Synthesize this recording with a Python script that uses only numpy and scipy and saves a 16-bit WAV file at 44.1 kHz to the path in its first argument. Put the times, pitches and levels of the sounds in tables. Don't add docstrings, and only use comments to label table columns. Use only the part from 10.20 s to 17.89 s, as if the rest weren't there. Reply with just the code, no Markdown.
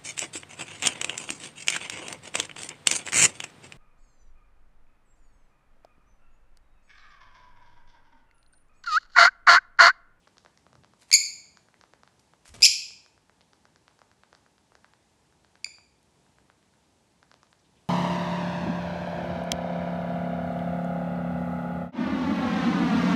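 import sys
import numpy as np
from scipy import signal
from scipy.fft import rfft, irfft
from scipy.io import wavfile
from scipy.ndimage import uniform_filter1d

SR = 44100
rng = np.random.default_rng(int(sys.argv[2]) if len(sys.argv) > 2 else 0)


def dump(signal):
    limited = np.clip(np.atleast_2d(signal).T, -1, 1)
    pcm = np.round(limited * 32767).astype(np.int16)
    wavfile.write(sys.argv[1], SR, pcm)


def voltage_ratio(level):
    return 10 ** (np.asarray(level, float) / 20)


N = 339109

# time in seconds, pitch in Hz, effort in dB, beak resonance in dB.
HELD_NOTES = [
    [(.9272, 2220, -11, 1), (.9328, 2170, -11, 1), (.9368, 2250, -4, -1), (.941, 2130, -1, 0),
     (.9445, 2160, 0, 2), (.9464, 2190, -2, 3), (.9494, 2290, -6, 7), (.9566, 2410, -8, 10),
     (.9592, 2300, -8, 0)],
    [(2.4279, 2480, 1, 0), (2.4325, 2530, 1, -1), (2.435, 2390, -5, -3), (2.4445, 2360, -3, -6),
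     (2.447, 2490, -3, -2), (2.46, 2470, -3, -3), (2.4625, 2290, -4, 3), (2.4688, 2620, -4, 4)],
]
# time in seconds, soft lead-in in ms, length in ms, pitch in Hz, effort in dB.
PIPS = [
    (.9148, .1, 1.8, 2220, -8),
    (.9205, .1, 2.2, 2200, -24),
    (.9247, .1, 1.2, 2250, -19),
    (2.4217, .8, 1.3, 2400, -6),
    (5.4446, 1.1, 1.7, 2390, -12),
]
# time of the top in seconds, jump in Hz, fall in ms, effort surge in dB.
FLICKS = [
    (.9288, 420, 2, 11),
    (.939, 350, 1.7, 5),
    (2.4364, 420, 2.4, 7),
    (2.446, 380, 1.7, 4),
    (2.4521, 1050, 1.4, 7.5),
]
# time in seconds, length in ms, drop in Hz, sag in Hz per ms.
REGISTER_SLIP = (2.4566, 3.2, 300, 45)
# valid from in seconds, half steps in pitch jumps in dB, steady half steps in dB,
# hoarseness in dB, onset puff in dB, share sent to the room in dB.
CHIRP_CHARACTER = [
    (0, -32, -29.5, -37, -13.5, -1.5),
    (2, -21, -30.5, -22, -25, -1.1),
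    (5, -42, -37, -49, -9, -4),
]
OVERTONE_PUSH = [.5, 1, 1, .85, 2.1]
# frequency in Hz, gain in dB.
WINDPIPE = [(1500, -62), (2060, -38), (2160, -18), (2700, -18), (3300, -15), (4400, -11), (5300, -6),
            (6400, -13), (7000, -11), (7600, -17), (8300, -30), (8900, -24), (10500, -29), (11200, -20),
            (12100, -34), (12700, -70)]
# frequency in Hz, density in dB per Hz.
PUFF_SPECTRUM = [(500, -27.5), (1200, -6), (3500, -3.5), (5500, -0.7), (8000, -9.5), (11000, -10),
                 (12500, -35.5)]

# knock in Hz, hollow note in dB.
DEEP_BEAK = (1240, -14)
MIDDLE_BEAK = (1580, -15)
THIN_BEAK = (1950, -22)
# time in seconds, peak in dB, snap in dB.
DEEP_TICKS = [(.0755, -44.5, -11.5), (.169, -45, -12), (.248, -40.5, -13), (.465, -39, -22.5),
              (.529, -42.5, -13.5), (.553, -41, -16), (.645, -40.5, -11.5), (.735, -44.5, -18.5),
              (1.637, -38.5, -19), (1.833, -37.5, -16.5), (1.994, -55.5, -2), (2.135, -42, -20),
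              (3.71, -48.5, -27), (3.816, -38, -20), (4.519, -45, -32), (7.14, -42, -6), (7.23, -39.5, -15)]
THIN_TICKS = [(.374, -45.5, -6), (.9025, -36, -16), (1.541, -40.5, -25), (5.559, -61, -8.5),
              (6.427, -51.5, -15), (6.92, -59.5, -4), (7.268, -57, -2), (3.2135, -51, -3)]
LOOSE_TICKS = [(.072, -42.5, -28), (.181, -43.5, -1.5), (.26, -37, -18), (.635, -46, -10),
               (.825, -47.5, -30), (1.2565, -53, -10.5), (1.371, -39.5, -10), (1.485, -45, -25),
               (1.611, -40, -8.5), (1.735, -38, -15), (1.875, -41, -13.5), (2.255, -40.5, -16.5),
               (6.064, -50, -21.5), (6.184, -45, -38), (6.299, -41, -24), (6.537, -52.5, -17),
               (7.028, -40.5, -17), (7.114, -39.5, -12), (7.328, -44.5, -9.5)]
GRINDING_TICKS = [(2.705, -47.5, -14), (2.861, -44.5, -7), (2.977, -48.5, -20), (3.095, -42, -19.5),
                  (3.208, -47, -5.5), (3.332, -44, -9), (3.453, -41, -16), (3.559, -43.5, -10),
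                  (3.679, -38.5, -11), (3.79, -47, -11), (3.914, -43.5, -15), (4.034, -39.5, -15),
                  (4.128, -38.5, -15), (4.149, -42.5, -7.5), (4.262, -45, -24.5), (4.38, -49, -10),
                  (4.552, -39, -13), (4.644, -37, -23), (4.735, -43.5, -14), (5.124, -50, -15),
                  (5.246, -47, -12), (5.354, -41, -16), (5.463, -39.5, -19), (5.583, -44, -20)]

# start in seconds, length in seconds, level in dB, brightness in dB per octave.
WING_STROKES = [
    (0.784, 0.064, -62.5, 2),
    (0.878, 0.051, -61, 1),
    (2.246, 0.056, -53.5, 2.5),
    (2.3388, .007, -47, -1),
    (2.343, 0.027, -47.5, -0.5),
    (5.826, .007, -72, 6),
    (1.996, 0.0071, -62.5, 4),
    (2.371, 0.032, -57, -3),
    (2.403, 0.021, -44, -0.5),
]
# frequency in Hz, density in dB per Hz.
FEATHER_SPECTRUM = [(88, -32), (150, -2.5), (664, -2.5), (1650, -6), (2680, -4.5), (3280, -7), (7720, -8),
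                    (11400, -15.5), (12800, -44.5), (16600, -71), (22000, -120)]
# start in seconds, length in seconds, level in dB, centre in Hz.
SCRATCHES = [
    (7.3, .03, -72, 7200),
    (7.385, .025, -70, 5500),
    (7.435, .045, -71, 3500),
    (7.54, .07, -70, 2900),
    (.01, .065, -71, 2900),
]
# time of the top in seconds, half width in seconds, level in dB, air frequency factor.
WING_BEATS = [
    (0.469, 0.041, -67, 1.64),
    (0.584, 0.051, -61, 1.5),
    (0.702, 0.044, -67.5, 2.1),
    (2.305, .022, -54, 0.44),
    (2.385, 0.032, -52, .72),
    (2.465, 0.037, -55, .72),
]
# frequency in Hz, density in dB per Hz.
AIR_SPECTRUM = [(30, -18.5), (55, 0.6), (90, 6), (150, 1.5), (300, -13), (600, -30)]

# delay in ms, level in dB.
WALL_ECHOES = [(3.1, -27), (8.2, -16.5), (10.1, -20.5), (13.2, -16.5), (16.5, -24), (20.5, -20),
               (24.5, -19.5)]
# frequency in Hz, time to fall 60 dB in seconds.
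WALL_DECAY = [(300, 0.43), (1500, 0.48), (2500, 0.6), (5000, 0.53), (8000, 0.52), (11000, .38)]
# frequency in Hz, density in dB per Hz.
HUM_SPECTRUM = [(15, -54), (25, -25.5), (48, -4.5), (207, -5.5), (255, -8), (283, -7.5), (557, -12.5),
                (915, -13), (1160, -17.5), (1430, -19.5), (2220, -21), (2740, -21.5), (7970, -24),
                (11500, -32.5), (12800, -50), (16600, -80), (22000, -120)]
# centre in Hz, width in Hz, level in dB.
PIPE_DRONE = (890, 110, -82)


def evened(x):
    return x / np.sqrt(np.mean(x ** 2) + 1e-20)


def read(points, hz):
    f, value = np.transpose(points)
    return np.interp(np.log(hz + 1), np.log(f + 1), value)


def add(mix, start_s, sound):
    part = mix[round(start_s * SR):][:len(sound)]
    part += sound[:len(part)]


def coloured(size, points, tilt_db=0):
    hz = np.fft.rfftfreq(size, 1 / SR)
    inside = (hz > .5 * points[0][0]) & (hz < points[-1][0])
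    gain = voltage_ratio(read(points, hz) + tilt_db * np.log2((hz + 1) / 3000)) * inside
    return evened(irfft(rfft(rng.standard_normal(size)) * gain, size))


def chirp(curve, half_db, steady_db, breath_db, puff_db):
    edge_ms, ring_ms, jitter = .75, .6, .006
    start_s, end_s = curve[0][0], curve[-1][0]
    t = np.arange(start_s - .002, end_s + .015, 1 / SR)
    smooth = max(round(edge_ms * SR / 1000), 1)
    keep = np.exp(-1000 / SR / ring_ms)

    hz, effort_db, beak_db = controls(curve, t)
    hz = uniform_filter1d(hz, size=12)
    wander = evened(uniform_filter1d(rng.standard_normal(len(t)), size=30))
    hz = hz * (1 + jitter * wander)
    turns = np.cumsum(hz) / SR

    voice = voltage_ratio(breath_db) * coloured(len(t), WINDPIPE) * voltage_ratio(effort_db)
    beak_db = uniform_filter1d(beak_db, smooth)
    for k in range(1, 6):
        push_db = effort_db * OVERTONE_PUSH[k - 1]
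        push = uniform_filter1d(voltage_ratio(push_db), smooth)
        resonance_db = beak_db * np.exp(-((k * hz - 7100) / 1100) ** 2)
        throat = voltage_ratio(read(WINDPIPE, k * hz) + resonance_db)
        voice += push * throat * np.sin(2 * np.pi * k * turns)

    sounding = ((t >= start_s) & (t < end_s)) * 1.
    gate = signal.lfilter([1 - keep], [1, -keep], uniform_filter1d(sounding, smooth // 2))
    opening = np.maximum(np.gradient(gate), 0)
    setting_in = signal.lfilter([1], [1, -.965], opening)
    jumps = np.minimum(abs(np.gradient(hz)) / 5, 6)
    uneven = voltage_ratio(steady_db) + voltage_ratio(half_db) * jumps + 0.72 * setting_in
    voice *= 1 + np.minimum(uneven, .9) * np.cos(np.pi * turns)

    puff = voltage_ratio(puff_db + effort_db) * opening * 20 * coloured(len(t), PUFF_SPECTRUM)
    voice = voice * gate ** .7
    high_pass = signal.butter(8, .86 * curve[0][1], "high", fs=SR, output="sos")
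    above = signal.sosfilt(high_pass, voice)
    return t[0], signal.lfilter(*signal.iirnotch(8400, 16, SR), above + puff)


def controls(curve, t):
    rise_ms, surge_lag_ms, surge_ms = 1.35, .7, 1.7
    slip_s, slip_ms, drop_hz, sag_hz_per_ms = REGISTER_SLIP
    slip_effort_db, slip_beak_db = 3, -11.5
    s, *columns = np.transpose(curve)
    hz, effort_db, beak_db = (np.interp(t, s, c) for c in columns)
    for top_s, jump_hz, fall_ms, surge_db in FLICKS:
        ms = 1000 * (t - top_s)
        rise, fall = np.maximum(1 + ms / rise_ms, 0), np.exp(-abs(ms) / fall_ms)
        hz = hz + jump_hz * np.where(ms < 0, rise, fall)
        effort_db = effort_db + surge_db * np.exp(-((ms - surge_lag_ms) / surge_ms) ** 2)
    ms = 1000 * (t - slip_s)
    low = (ms > 0) & (ms < slip_ms)
    hz = hz - low * (drop_hz + sag_hz_per_ms * ms)
    return hz, effort_db + low * slip_effort_db, beak_db + low * slip_beak_db


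def pip(s, lead_ms, length_ms, hz, effort_db):
    lead_db, sag_hz_per_ms, beak_db = effort_db - 14, 35, -2.5
    return [(s - lead_ms / 1000, hz, lead_db, beak_db),
            (s - 1 / SR, hz, lead_db, beak_db),
            (s, hz, effort_db, beak_db),
            (s + length_ms / 1000, hz - sag_hz_per_ms * length_ms, effort_db, beak_db)]


def tick(row, voicing, chance):
    snap_hz, hollow_hz, knock_spread, hollow_spread_db = 4200, 480, 0.11, 4.5
    s, peak_db, snap_db = row
    knock_hz = voicing[0] * (1 + knock_spread * (chance[5] - .5))
    hollow_db = voicing[1] + hollow_spread_db * (chance[6] - .5)
    t = np.arange(500) / SR

    from_snap = t - .0002
    snap_s = .0001 + .00012 * chance[1]
    snap = np.sin(2 * np.pi * snap_hz * (.8 + .55 * chance[0]) * from_snap) * np.exp(-(from_snap / snap_s) ** 2)

    late = np.maximum(t - .00018, 0)
    knock_decay = voltage_ratio(-60 * late / (.004 + .0025 * chance[1]))
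    knock = np.sin(2 * np.pi * knock_hz * late + 2.6) * np.tanh(late / .00005) * knock_decay
    skull = np.sin(2 * np.pi * 970 * late) * voltage_ratio(-60 * late / .015)
    knock += .2 * skull * chance[4]

    turns = hollow_hz * (.8 + .25 * chance[2]) * (late + .0018 * (1 - np.exp(-late / .0005)))
    hollow_decay = voltage_ratio(-60 * late / (.006 + .004 * chance[3]))
    hollow = -np.sin(2 * np.pi * turns) * hollow_decay * (1 - np.exp(-late / .0003))

    sound = voltage_ratio(snap_db + 9.5) * snap + voltage_ratio(-2.5) * knock + voltage_ratio(hollow_db + 12) * hollow
    return s + .0009, voltage_ratio(peak_db) * signal.lfilter(*signal.butter(2, 7500, fs=SR), sound)


def stroke(s, length_s, db, tilt_db):
    grain_db = 4
    swish = coloured(8192, FEATHER_SPECTRUM, tilt_db)
    grain = voltage_ratio(grain_db * evened(uniform_filter1d(rng.standard_normal(8192), 120)))
    size = min(round(length_s * SR), 8192)
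    return s, voltage_ratio(db) * evened(swish * grain)[:size] * signal.windows.tukey(size, .5)


def scratch(s, length_s, db, hz):
    band = coloured(4096, [(.6 * hz, -24), (.85 * hz, -3), (1.15 * hz, -3), (1.6 * hz, -24)])
    size = min(round(length_s * SR), 4096)
    return s, voltage_ratio(db) * band[:size] * np.hanning(size)


def gust(s, half_s, db, factor):
    t = np.arange(-3 * half_s, 3 * half_s, 1 / SR)
    air = coloured(SR, [(factor * hz, v) for hz, v in AIR_SPECTRUM])[:len(t)]
    return s + t[0], voltage_ratio(db) * air * np.exp(-.5 * (t / half_s) ** 2)


def room(x):
    tail_db, onset_s = -8, 0.011
    taps = np.zeros(SR)
    at = np.arange(300, SR - 10, 10) + rng.integers(0, 10, (SR - 301) // 10)
    taps[at] = rng.choice([-1., 1.], len(at))
    onset = 1 - np.exp(-np.arange(SR) / SR / onset_s)
    hz, t, z = signal.stft(taps * onset, SR, nperseg=256)
    decay = voltage_ratio(-60 * t / read(WALL_DECAY, hz)[:, None])
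    tail = signal.istft(z * decay, SR, nperseg=256)[1]
    tail = voltage_ratio(tail_db) * tail / np.linalg.norm(tail)
    for ms, db in WALL_ECHOES:
        add(tail, ms / 1000, voltage_ratio(db) * np.ones(1))
    return signal.fftconvolve(x, tail)[:N]


def slow_drift(size):
    once = uniform_filter1d(rng.standard_normal(N), size=size)
    return evened(uniform_filter1d(once, size=size))


def hum():
    hum_db, swell_db, lump_db = -66.5, -0.57, 1.5
    swell, lumps = slow_drift(9000), slow_drift(3000)
    hz, width, drone_db = PIPE_DRONE
    drone = coloured(N, [(hz - 3 * width, -50), (hz - width / 2, -3), (hz, 0),
                         (hz + width / 2, -3), (hz + 3 * width, -50)])
    high_pass = signal.butter(4, 52, "high", fs=SR, output="sos")
    wide = signal.sosfilt(high_pass, voltage_ratio(hum_db) * coloured(N, HUM_SPECTRUM))
    bass = signal.sosfiltfilt(signal.butter(1, 170, fs=SR, output="sos"), wide)
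    steady = wide - bass + voltage_ratio(drone_db) * drone
    return voltage_ratio(swell_db * swell) * steady + voltage_ratio(lump_db * lumps + 0.7) * bass


def scene():
    voices, thrown, beak, wings, air = np.zeros((5, N))
    for curve in HELD_NOTES + [pip(*row) for row in PIPS]:
        character = [row for row in CHIRP_CHARACTER if row[0] <= curve[0][0]][-1]
        _, *timbre, share_db = character
        s, voice = chirp(curve, *timbre)
        add(voices, s, voice)
        add(thrown, s, voltage_ratio(share_db) * voice)
    for rows, voicing in ((DEEP_TICKS, DEEP_BEAK), (THIN_TICKS, THIN_BEAK),
                          (LOOSE_TICKS, MIDDLE_BEAK), (GRINDING_TICKS, MIDDLE_BEAK)):
        for row, chance in zip(rows, rng.random((len(rows), 7))):
            add(beak, *tick(row, voicing, chance))
    for row in WING_STROKES:
        add(wings, *stroke(*row))
    for row in SCRATCHES:
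        add(wings, *scratch(*row))
    for row in WING_BEATS:
        add(air, *gust(*row))
    near = voices + beak + wings
    reflected = room(thrown + voltage_ratio(-2.5) * beak + wings)
    return (near + reflected + air + hum())[None]


def top_cut(x):
    return signal.sosfilt(signal.butter(12, 12900, fs=SR, output="sos"), x)


def record(dry):
    cut = signal.sosfilt(signal.butter(4, 38, "high", fs=SR, output="sos"), dry)
    cut = signal.oaconvolve(cut, signal.firwin(255, 12600, fs=SR)[None], "same")
    return top_cut(cut)


dry = scene()
out = record(dry)
dump(out)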